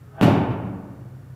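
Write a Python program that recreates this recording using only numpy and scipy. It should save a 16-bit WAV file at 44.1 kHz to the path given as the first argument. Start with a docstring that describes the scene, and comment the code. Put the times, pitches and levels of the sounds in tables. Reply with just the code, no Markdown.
"""A sledgehammer hits a tractor tyre lying in a small gym with hard walls.
The steel head swishes down and slaps the rubber with a sharp crack. The tyre booms with many
low notes at once, bucks against the floor and settles in soft bumps that rattle loose gear.
The walls throw the sound back, and the room rings on over a low rumble, a hum and a faint hiss."""
import sys
import numpy as np
from scipy import signal
from scipy.io import wavfile
from scipy.ndimage import uniform_filter1d

SR = 44100
rng = np.random.default_rng(int(sys.argv[2]) if len(sys.argv) > 2 else 0)


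def unload_wav(signal):
    """Save mono or channel-first audio to the path in sys.argv[1] as 16-bit WAV at rate SR, clipped to [-1, 1]."""
    wavfile.write(
        sys.argv[1],
        SR,
        np.round(np.clip(np.atleast_2d(signal).T, -1, 1) * 32767).astype(np.int16),
    )


N = 59535
T = np.arange(N) / SR
STRIKE_S = .2122


# Tone colour of the rubber's smack and the first wall reflections: f/Hz, relative level/dB per Hz
SMACK_COLOUR = [(100, -10), (300, -44), (1000, -4), (2800, -12), (5000, -23.5), (9100, -29), (14800, -29)]
# Echoes of the crack off floor, walls and ceiling: delay/s, relative level/dB
CRACK_ECHOES = [(0.0134, -27), (0.0187, -31), (0.0193, -3.5), (0.0228, -15), (0.023, -23)]
def hammer_slap():
    """Steel hits rubber: a crack and its echoes, while the tyre's side caves in and springs back."""
    spike_s = .000083  # half the width of the first jump in air pressure
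    spike = from_db(-9.5) * swell(2 * spike_s, spike_s)
    ping_hz, width_hz = 2740, 420
    ping = from_db(-15.5) * np.sin(2 * np.pi * ping_hz * T) * np.exp(-np.pi * width_hz * T)
    smack = from_db(-56) * noise(SMACK_COLOUR) * fade(.023)
    crack = spike + ping + smack
    echoes = sum(from_db(db) * at(delay, crack) for delay, db in CRACK_ECHOES)
    dent = from_db(-4.5) * at(2 * spike_s, low_cut(ring(hz=210, fade_s=.02)))
    return crack + echoes - dent


# The natural notes of the tyre and the air around it: f/Hz, relative level/dB, fade time/s
TYRE_NOTES = [(81, -33, 1.6), (98, -24, 1.3), (113.5, -20, 1.35), (126, -21, .7), (160.5, -21, .9),
              (193.5, -15, .9), (224.5, -16, .85), (268, -23, .8), (287, -23, 1.0), (321, -24, 1.1),
              (357, -20, .7), (391, -22, .9), (429, -27, .8), (570, -27, .7), (610, -28, .9),
              (682.5, -27, .8), (757, -29, .9), (793, -25, .8), (846, -29, .9), (890.5, -27, 1.0),
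              (957, -32, 1.0), (1095, -34, .9), (1534, -37, .9)]
def tyre_boom():
    """The blow sets all the tyre's notes ringing; every second one starts the opposite way."""
    notes = sum((-1) ** k * from_db(db) * ring(hz, fade_s)
                for k, (hz, db, fade_s) in enumerate(TYRE_NOTES))
    return from_db(1) * build(.022) * notes


# The tyre's bumps on the floor: t/s, level/dB, f/Hz, fade time/s
TYRE_BUMPS = [(0.2322, -5, 288, 0.098), (0.2493, -4.5, 151.6, 0.093), (.2785, -6, 578, 0.041),
              (.281, -3.5, 210, 0.049), (0.485, -18.5, 118.6, 0.22), (.505, -18.5, 227, 0.045),
              (0.642, -18.5, 192.2, 0.17), (0.689, -26.5, 288, .12), (.925, -31.5, 118, 0.14),
              (1.298, -30.5, 140, 0.087)]
def tyre_bumps():
    """The tyre bucks and settles. Each dull thump dies fast and leaves the room ringing a little."""
    thumps = sum(from_db(db) * at(s, ring(hz, fade_s) * build(.5 / hz))
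                 for s, db, hz, fade_s in TYRE_BUMPS)
    thumps = low_cut(thumps)
    tail = room_ring()
    echoes = signal.fftconvolve(thumps, tail / np.sqrt(np.sum(tail ** 2)))[:N]
    return thumps + from_db(-22.5) * echoes


# Tone colour of the air rushing round the hammer head: f/Hz, relative level/dB per Hz
SWISH_COLOUR = [(40, -39), (110, -1), (250, -4), (480, -6), (750, -11), (1100, -4), (1600, -17),
                (2000, -27), (3000, -16), (4200, -55)]
# Whistles in the swish: f/Hz, width/Hz, level at the strike/dB
SWISH_WHISTLES = [(658, 29, -33), (813, 77, -34.5), (1537, 110, -40)]
# Faint whistles early in the swing: f/Hz, width/Hz, level at their loudest/dB
FAINT_WHISTLES = [(418.3, 2.9, -56), (1267, 72, -60)]
def hammer_swish():
    """The rush of air grows as the head speeds up and stops when it lands."""
    rise_db_per_s, stop_s = 359, .012
    rise = from_db(-rise_db_per_s * np.maximum(STRIKE_S - T, 0))
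    stop = np.exp(-np.maximum(T - STRIKE_S, 0) / stop_s)
    faint = whistles(FAINT_WHISTLES) * swell(peak_s=.13, spread_s=.051)
    treble_cut = signal.butter(8, 3520, fs=SR, output="sos")
    air = from_db(-63) * signal.sosfilt(treble_cut, noise(SWISH_COLOUR))
    return rise * stop * (air + whistles(SWISH_WHISTLES)) + faint


def wall_reflections():
    """The nearest walls send the blow back first, as a short burst of noise."""
    burst = noise(SMACK_COLOUR) * build(.0045) * fade(.11)
    return from_db(-49) * at(.011, burst)


# How the gym rings at each pitch: f/Hz, relative level/dB per Hz, fade time/s
ROOM_RING = [(35, -18, 1.4), (66.6, -26, 5.4), (108, 3.5, 1.04), (267, -3.5, 1.55), (513, -11, 1.63),
             (704, -7, 1.355), (1210, -16.5, 1.446), (2050, -23, 1.07), (2503, -20, 1.014),
             (3760, -28, 0.64), (7100, -40, 0.49), (10500, -42, 0.43), (14500, -44.5, 0.4)]
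def room_ring():
    """Countless echoes blur into one wash of sound, in which the highs die first."""
    wash = sum(band * fade(at_hz(ROOM_RING, hz, column=2)) for hz, band in bands(ROOM_RING))
    return build(.012) * wash


# Tone colour of the loose gear: f/Hz, relative level/dB per Hz
RATTLE_COLOUR = [(200, -28), (500, -11), (1100, 4.5), (2600, -6.5), (4700, -22.5), (7000, -42),
                 (15000, -60)]
# Rattles as the tyre lands: t/s, relative level/dB
GEAR_RATTLES = [(.503, -73.5), (.645, -84)]
def gear_rattles():
    """The floor shakes loose gear into short, faint clatters."""
    clatter = noise(RATTLE_COLOUR)
    burst = build(.004) * fade(.23)
    return sum(from_db(db) * clatter * at(s, burst) for s, db in GEAR_RATTLES)


# Tone colour of the quiet room: f/Hz, relative level/dB per Hz
BACKGROUND_COLOUR = [(30, -46), (60, -15.5), (95, -2.5), (135, 2), (200, -21), (285, -14.5), (370, -30.5),
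                     (450, -22.5), (800, -32), (1500, -30), (2300, -41.5), (4000, -47), (8000, -49),
                     (15000, -49.5)]
def background():
    """Steady rumble and hiss, with a low hum that swells as the boom dies."""
    hum_hz = 128.8
    hum = from_db(-38) * np.sin(2 * np.pi * hum_hz * T) * swell(peak_s=1.11, spread_s=.23)
    return from_db(-63.5) * noise(BACKGROUND_COLOUR) + hum


def from_db(db):
    """Turn decibels into a number to multiply a sound by."""
    return 10 ** (np.asarray(db) / 20)


def fade(fade_s):
    """Die away, dropping 60 dB over the fade time."""
    return np.exp(-np.log(1000) * T / fade_s)


def build(seconds):
    """Rise smoothly from silence."""
    return 1 - np.exp(-T / seconds)


def swell(peak_s, spread_s):
    """Rise and fall in a bell shape."""
    return np.exp(-((T - peak_s) / spread_s) ** 2 / 2)


def at(s, x):
    """Delay a sound by s seconds."""
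    return np.interp(T - s, T, x, left=0)


def ring(hz, fade_s):
    """A pure note that is struck and dies away."""
    return np.sin(2 * np.pi * hz * T) * fade(fade_s)


def low_cut(x, hz=70):
    """Take away the deepest bass, below about 70 Hz."""
    return signal.sosfilt(signal.butter(2, hz, "high", fs=SR, output="sos"), x)


def at_hz(table, hz, column=1):
    """Look up a pitch in a table, blending between its rows."""
    table = np.array(table)
    return np.interp(np.log(hz), np.log(table[:, 0]), table[:, column])


def bands(colour):
    """Split noise into slices a third of an octave wide; give each one's middle pitch and sound."""
    hz = np.arange(N) * SR / N + 1e-3
    white = np.fft.fft(rng.standard_normal(N)) * (hz < SR / 2)
    for centre in 25 * 2 ** (np.arange(29) / 3):
        shape = np.cos(np.pi / 2 * np.clip(3 * np.log2(hz / centre), -1, 1))
        band = even_out(np.fft.ifft(white * shape), size=3000, mode="wrap")
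        width_hz = .23 * centre
        yield centre, band * np.sqrt(width_hz) * from_db(at_hz(colour, centre))


def noise(colour):
    """Steady noise with a given tone colour, its mix of lows and highs."""
    return sum(band for _, band in bands(colour))


def whistles(rows):
    """Breathy tones, made by letting noise ring around single pitches."""
    out = 0
    for hz, width, db in rows:
        pole = np.exp((2j * hz - width) * np.pi / SR)
        tone = signal.lfilter([1], np.poly([pole, pole]), rng.standard_normal(2 * N))[N:]
        out = out + from_db(db) * even_out(tone, size=2000)
    return out


def even_out(x, size, mode="reflect"):
    """Steady a noise by dividing it by its average strength over size samples."""
    return x.real / np.sqrt(uniform_filter1d(abs(x) ** 2, size=size, mode=mode) / 2)


def scene():
    """One swing of the hammer, in mono."""
    swing = hammer_swish()
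    blow = wall_reflections() + hammer_slap() + tyre_boom() + from_db(-42) * room_ring()
    return (swing + at(STRIKE_S, blow) + tyre_bumps() + gear_rattles() + background())[None]


def record(dry):
    """Flatten the tallest peaks and cut the very highest pitches."""
    ceiling, top_hz = .76, 15500
    flattened = dry / (1 + (dry / ceiling) ** 8) ** (1 / 8)
    return signal.sosfilt(signal.ellip(10, .1, 80, top_hz, fs=SR, output="sos"), flattened)


dry = scene()
out = record(dry)
unload_wav(out)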